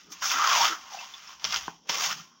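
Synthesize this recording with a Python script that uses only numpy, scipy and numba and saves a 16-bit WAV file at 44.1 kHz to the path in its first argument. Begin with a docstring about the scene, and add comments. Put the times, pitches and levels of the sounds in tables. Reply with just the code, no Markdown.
"""Gritty scraping of a steel trowel in wet concrete, on a slab between bare walls at a building site.
It scoops a load, pushes it softly into the heap, chops in, pats it with a dull thud and scrapes back.
Sand grinds under the blade, the hollow between blade and slab rings at a gliding pitch,
stones tick against the steel, air pockets pop and the mortar gulps. The walls ring over a faint hiss."""
import sys
import numpy as np
from scipy import signal
from scipy.fft import rfft, irfft
from scipy.io import wavfile
from numba import njit

SR = 44100
rng = np.random.default_rng(int(sys.argv[2]) if len(sys.argv) > 2 else 0)


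def store_pcm(level_fs):
    """Save levels as 16-bit WAV."""
    pcm = np.round(np.clip(level_fs, -1, 1) * 32767).astype(np.int16)
    wavfile.write(sys.argv[1], SR, np.atleast_2d(pcm).T)


N = 105840
TIME = np.arange(N) / SR

# blade strokes: time_s, sand_db, hollow_db, hollow_hz
APPROACH = [(0, -52, -57.5, 1230), (0.05, -58.5, -74, 1160), (0.108, -63, -57.5, 1190),
            (0.125, -47, -54, 1175), (0.19, -51.5, -56, 1200)]
SCOOP = [(0.216, -45.5, -63, 1180), (0.222, -34, -30, 1288), (0.256, -31, -32.5, 1266),
         (0.291, -32.5, -45.5, 1200), (0.313, -26, -28, 1292), (0.375, -30.5, -28.5, 1312),
         (0.414, -32.5, -27.5, 1222), (0.46, -28.5, -24, 1320), (0.48, -25.5, -26, 1157),
         (0.532, -24.5, -23.5, 1130), (0.561, -22, -27.5, 915), (0.611, -25.5, -26, 863),
         (0.67, -22.5, -25, 1247), (0.698, -32.5, -34.5, 1293), (0.735, -37.5, -32.5, 1350),
         (0.775, -52, -46, 1240)]
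PUSH = [(0.8, -49.5, -50.5, 1130), (0.9, -48.5, -48.5, 993), (0.93, -39.5, -43.5, 808),
        (0.975, -44, -44.5, 704), (1.035, -43.5, -47.5, 997), (1.08, -48.5, -55, 1080),
        (1.138, -46, -55.5, 1160), (1.28, -51.5, -54.5, 1210), (1.295, -45.5, -49, 1130),
        (1.384, -57, -59.5, 1070), (1.439, -44.5, -49, 966)]
CHOP = [(1.447, -33, -35, 1170), (1.478, -36, -44, 1150), (1.521, -36.5, -46, 1200),
        (1.525, -28.5, -42.5, 1340), (1.538, -31.5, -28, 1403), (1.573, -29.5, -43, 1370),
        (1.599, -40, -49, 1195), (1.671, -44.5, -50.5, 1150), (1.711, -53, -53, 1080),
        (1.82, -75, -105, 1110), (1.857, -65.5, -63, 710)]
DRAW_BACK = [(1.889, -45, -83, 1090), (1.895, -22.5, -28.5, 1000), (1.909, -31, -45, 1210),
             (1.946, -29.5, -42.5, 1150), (1.978, -34.5, -40, 1010), (1.999, -30.5, -36, 1222),
             (2.06, -25.5, -34.5, 894), (2.086, -33, -38, 1035), (2.126, -28, -34, 1445),
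             (2.146, -44, -53, 1300), (2.2, -45, -55.5, 1280), (2.27, -58, -63, 1060),
             (2.335, -71, -64, 1100), (2.4, -70, -66, 1130)]
GRAINS_PER_S, SAND_TRIM_DB = 5800, -3.5
JUDDER_DB, JUDDER_HZ = 1.6, 150
WANDER_SHARE, WANDER_HZ = 0.062, 14.6
def scraping():
    """The blade sticks and slips over sand; the hollow's pitch wavers as the mix shifts."""
    time_s, *columns = np.transpose([*APPROACH, *SCOOP, *PUSH, *CHOP, *DRAW_BACK])
    sand_db, hollow_db, hollow_hz = [np.interp(TIME, time_s, column) for column in columns]
    hollow_hz *= 1 + WANDER_SHARE * np.tanh(drift(WANDER_HZ))
    judder = from_db(JUDDER_DB * drift(JUDDER_HZ))
    grit = grains(GRAINS_PER_S) * judder
    grinding = from_db(sand_db + SAND_TRIM_DB) * sand(grit, judder)
    ringing = from_db(hollow_db) * hollow(grit, judder, hollow_hz)
    return grinding + ringing + edge_rasps(judder)


# sand grinding, with the phone microphone's dip near 4 kHz: freq_hz, gain_db
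GRINDING_SPECTRUM = [(50, -35.5), (240, -17), (480, -16.5), (800, -2.5), (1400, -1.5), (2300, -1.5),
                     (3150, 2.5), (3700, -1), (4050, -6), (4700, -0.5), (5700, 1.5), (6700, -2.5)]
# blade resonance: pitch_hz, width_hz, level_db
BLADE_MODES = [(2135, 82, -22)]
GRAVEL_DB = -8
def sand(grit, judder):
    """Sand and gravel grind under the blade; the sand rings the steel."""
    hiss = colour(grit, GRINDING_SPECTRUM)
    hiss /= np.std(band(hiss, 2000, 7000))
    blade = sum(from_db(db) * narrow(grit, hz, width_hz) for hz, width_hz, db in BLADE_MODES)
    return hiss + blade + from_db(GRAVEL_DB) * gravel(judder)


def gravel(judder, ring_count=18, wander_db=4):
    """Coarse grains each excite one random treble ring; the rings come and go as the contact shifts."""
    clicks = grains(per_s=600, spread_db=3.5) * judder
    ring_of_click = rng.integers(0, ring_count, N)
    rings = np.zeros(N)
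    for ring, hz in enumerate(np.geomspace(2400, 6900, ring_count)):
        contact = from_db(wander_db * np.tanh(drift(rate_hz=3.3)))
        rings += resonate(clicks * (ring_of_click == ring) * contact, np.full(N, hz), width_hz=170)
    return rms_one(colour(rings, GRINDING_SPECTRUM))


BODY_DB, CORE_DB, BODY_LOW_CUT_HZ = -3.5, -6, 620
def hollow(grit, judder, pitch_hz):
    """Grains ring the gap between blade and slab: a broad body with a clear core."""
    body = narrow(grains(per_s=3500) * judder, pitch_hz, width_hz=770)
    low_cut = signal.butter(4, BODY_LOW_CUT_HZ, "high", fs=SR, output="sos")
    body = rms_one(signal.sosfilt(low_cut, body))
    core = narrow(grit, pitch_hz, width_hz=110)
    return from_db(BODY_DB) * body + from_db(CORE_DB) * core


# edge rasps: centre_s, level_db, sigma_s
RASPS = [(0.125, -42, 0.012), (0.261, -29.5, 0.023), (0.321, -32.5, 0.015), (2.03, -31.5, 0.043)]
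# steel edge: freq_hz, gain_db
RASP_SPECTRUM = [(2500, -25), (4400, -9.5), (5600, 4), (6800, -2.5), (9000, -1.5), (15000, 0)]
def edge_rasps(judder, gain=2):
    """The steel edge rasps brightly in short swells."""
    envelope = sum(swell(*row) for row in RASPS)
    bright_grit = rms_one(colour(grains(GRAINS_PER_S) * judder, RASP_SPECTRUM))
    return gain * envelope * bright_grit


# stone ticks: start_s, level_db, decay_s
TICKS = [(0.1205, -27, 0.0032), (0.4265, -5, 0.0019), (1.397, -22.5, 0.006), (1.4434, 1, 0.0022),
         (1.4505, 0, 0.0029), (1.508, -9, 0.0015), (1.5238, -1.5, 0.002), (1.5438, 0, 0.00047),
         (1.5615, 0.5, 0.0015), (1.8905, -19, 0.0012), (1.895, 1, 0.0036), (1.902, -0.5, 0.0067)]
# tick colour: freq_hz, gain_db
TICK_SPECTRUM = [(100, -27), (400, -19.5), (1200, -2), (2300, -5.5), (3200, 8), (4100, -4), (4800, 5),
                 (5700, 9), (6800, -16.5)]
# pats on the heap: start_s, level_db, decay_s
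THUDS = [(1.4436, -16, .002), (1.6808, -1, .0014), (1.8955, -9, .005)]
# flat blade on wet concrete: freq_hz, gain_db
THUD_SPECTRUM = [(50, -34), (130, 0.5), (300, 8.5), (600, 12), (1030, 15), (1250, 0), (1550, 4.5),
                 (1900, -9), (6000, -26)]
def knocks():
    """Stones tick against the blade; the blade lands flat on the heap with a dull thud."""
    return colour(contacts(TICKS), TICK_SPECTRUM) + colour(contacts(THUDS), THUD_SPECTRUM)


# pebble clinks: start_s, level_db, pitch_hz
CLINKS = [(0.6117, -17.5, 5550), (0.9886, -33, 2660), (1.1388, -35, 3480), (1.276, -39, 5380)]
def clinks(t60_s=0.043):
    """Pebbles ring briefly, each at one pitch."""
    out = np.zeros(N)
    for start_s, db, hz in CLINKS:
        age = np.maximum(TIME - start_s, 0)
        out += from_db(db - 60 * np.minimum(age / t60_s, 2)) * np.sin(2 * np.pi * hz * age)
    return out


# air pockets: start_s, level_db, pitch_hz
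POPS = [(0.2248, -24, 1100), (0.4105, -8.5, 1200), (0.4203, -8.5, 1290), (0.475, -26, 1170),
        (0.5035, -17, 1210), (0.533, -8.5, 1090), (0.606, -16.5, 914), (0.946, -22.5, 790),
        (1.539, -13.5, 1430), (1.6812, -25, 966), (1.699, -34, 800), (2.198, -32, 1270)]
def pops(t60_s=0.021, attack_s=0.0018, rise_share_per_s=1.6):
    """Air pockets burst under the blade and ring briefly, rising in pitch."""
    out = np.zeros(N)
    for start_s, db, hz in POPS:
        age = np.clip(TIME - start_s, 0, 2 * t60_s)
        envelope = (1 - np.exp(-age / attack_s)) * decay(age, t60_s)
        phase = 2 * np.pi * hz * age * (1 + rise_share_per_s * age / 2)
        out += from_db(db) * envelope * np.sin(phase)
    return out


# rumble of the mass: time_s, level_db
RUMBLE = [(1.42, -76), (1.47, -61), (1.54, -59.5), (1.69, -59), (1.74, -102)]
# mortar gulps: centre_s, level_db, sigma_s, pitch_hz
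GULPS = [(0.102, -57, 0.031, 269), (0.365, -50.5, 0.013, 262), (0.716, -46.5, 0.015, 344),
         (1.484, -57, 0.029, 160), (1.963, -50, 0.051, 497), (2.146, -56, 0.059, 167)]
def mortar(gulp_width_share=0.71):
    """The wet mass shifts with a rumble and low gulps."""
    rumble_db = np.interp(TIME, *np.transpose(RUMBLE))
    out = from_db(rumble_db) * narrow(rng.standard_normal(N), hz=47, width_hz=52)
    for centre_s, db, sigma_s, hz in GULPS:
        out += swell(centre_s, db, sigma_s) * narrow(rng.standard_normal(N), hz, gulp_width_share * hz)
    return out


# standing waves: pitch_hz, level_db, t60_s
WALL_MODES = [(167.8, -59, 0.58), (236, -65, 0.45)]
# wall tail, with the phone microphone's dip near 4 kHz: freq_hz, gain_db
WALL_TAIL_SPECTRUM = [(230, 8), (500, 0), (800, 3.5), (1700, -7.5), (2400, -18), (3150, 4), (4050, -30),
                      (5100, 2.5), (6500, 4)]
EARLY_DB, EARLY_T60_S, EARLY_DELAY_S = -8.5, 0.076, 0.002
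TAIL_DB, TAIL_T60_S, TAIL_ATTACK_S = -13, 0.39, 0.0044
def walls(x):
    """Slab and walls add close reflections, low standing waves and a tail."""
    t = TIME[:SR]
    early = rng.standard_normal(SR) * decay(t, EARLY_T60_S) * (t > EARLY_DELAY_S)
    response = from_db(EARLY_DB) * early / np.linalg.norm(early)
    response[0] = 1  # direct sound
    for hz, db, t60_s in WALL_MODES:
        response += from_db(db) * decay(t, t60_s) * np.cos(2 * np.pi * hz * t)
    tail = colour(rng.standard_normal(N), WALL_TAIL_SPECTRUM)[-SR:]
    tail *= decay(t, TAIL_T60_S) * (1 - np.exp(-t / TAIL_ATTACK_S))
    response += from_db(TAIL_DB) * tail / np.linalg.norm(tail)
    return signal.fftconvolve(x, response / np.linalg.norm(response))[:N]


# faint background hiss, with the phone microphone's dip near 4 kHz: freq_hz, gain_db
HISS_SPECTRUM = [(25, -21), (60, -28), (200, 0), (400, -10), (1100, -33), (2300, -42), (3200, -7.5),
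                 (4100, -25), (5600, -4), (8000, -32)]
def background_hiss(level_db=-65.5):
    """Faint, steady noise."""
    return from_db(level_db) * rms_one(colour(rng.standard_normal(N), HISS_SPECTRUM))


def grains(per_s, spread_db=2):
    """Random clicks of uneven size."""
    sizes = from_db(spread_db * np.minimum(rng.exponential(1, N), 4))
    return sizes * rng.choice([-1, 1], N) * (rng.random(N) < per_s / SR)


def contacts(rows):
    """Each contact is a click and a dying crunch; shorter contacts are more click."""
    out = np.zeros(N)
    for start_s, db, decay_s in rows:
        start = int(start_s * SR)
        click = 1 / (1 + decay_s / 0.0065)
        envelope = np.exp(-np.minimum(TIME / decay_s, 20))
        burst = (rng.standard_normal(N) * envelope)[:N - start]
        burst *= np.sqrt(1 - click ** 2) / np.linalg.norm(burst)
        burst[0] += click
        out[start:] += from_db(db) * burst
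    return out


def swell(centre_s, db, sigma_s):
    """Gaussian envelope."""
    return from_db(db) * np.exp(-.5 * ((TIME - centre_s) / sigma_s) ** 2)


def decay(age_s, t60_s):
    """Exponential fall, 60 dB in t60_s."""
    return np.exp(-np.log(1000) * age_s / t60_s)


def drift(rate_hz):
    """Low-passed noise at unit power."""
    pole = np.exp(-2 * np.pi * rate_hz / SR)
    return rms_one(signal.lfilter([1], [1, -2 * pole, pole * pole], rng.standard_normal(N + SR))[SR:])


@njit
def resonate(x, hz, width_hz):
    """Resonator with a moving centre and unit peak gain."""
    out, state = np.zeros(len(x)), 0j
    radius = np.exp(-np.pi * width_hz / SR)
    for i in range(len(x)):
        state = state * radius * np.exp(2j * np.pi * hz[i] / SR) + x[i]
        out[i] = 2 * (1 - radius) * state.real
    return out


def narrow(x, hz, width_hz):
    """Two resonators in series, output at unit power."""
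    centre = hz * np.ones(N)
    return rms_one(resonate(resonate(x, centre, width_hz), centre, width_hz))


def colour(x, points, size=4096):
    """Minimum-phase filter through freq_hz, gain_db points."""
    hz, db = np.transpose(points)
    grid_hz = np.maximum(np.arange(size // 2 + 1) * SR / size, 1)
    gain = from_db(np.interp(np.log(grid_hz), np.log(hz), db))
    cepstrum = irfft(np.log(gain))
    cepstrum[1:size // 2] *= 2
    cepstrum[size // 2 + 1:] = 0
    return signal.fftconvolve(x, irfft(np.exp(rfft(cepstrum))))[:N]


def band(x, low_hz, high_hz):
    """Band-pass."""
    return signal.sosfilt(signal.butter(2, [low_hz, high_hz], "band", fs=SR, output="sos"), x)


def from_db(db):
    """Decibels to gain."""
    return 10 ** (np.asarray(db) / 20)


def rms_one(x):
    """Scale to unit power."""
    return x / np.sqrt(np.mean(x ** 2) + 1e-20)


def scene():
    """Trowel work between the walls, over a faint hiss."""
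    hiss = background_hiss()
    trowel = scraping() + knocks() + clinks() + pops() + mortar()
    return (walls(trowel) + hiss)[None]


# microphone response: freq_hz, gain_db
MICROPHONE = [(20, -25), (60, 0), (6700, 2), (7200, -7), (7900, -20), (13400, -29), (14300, -11),
              (14900, -20), (15400, -6), (15800, 10)]
SOFT_LIMIT, STOPBAND_HZ = 0.98, 16200
def record(dry):
    """A small microphone rounds the peaks; it is dull above 7 kHz, with a narrow peak at the very top."""
    rounded = SOFT_LIMIT * np.tanh(dry[0] / SOFT_LIMIT)
    low_pass = signal.cheby2(14, 60, STOPBAND_HZ, fs=SR, output="sos")
    return signal.sosfilt(low_pass, colour(rounded, MICROPHONE))[None]


dry = scene()
out = record(dry)
store_pcm(out)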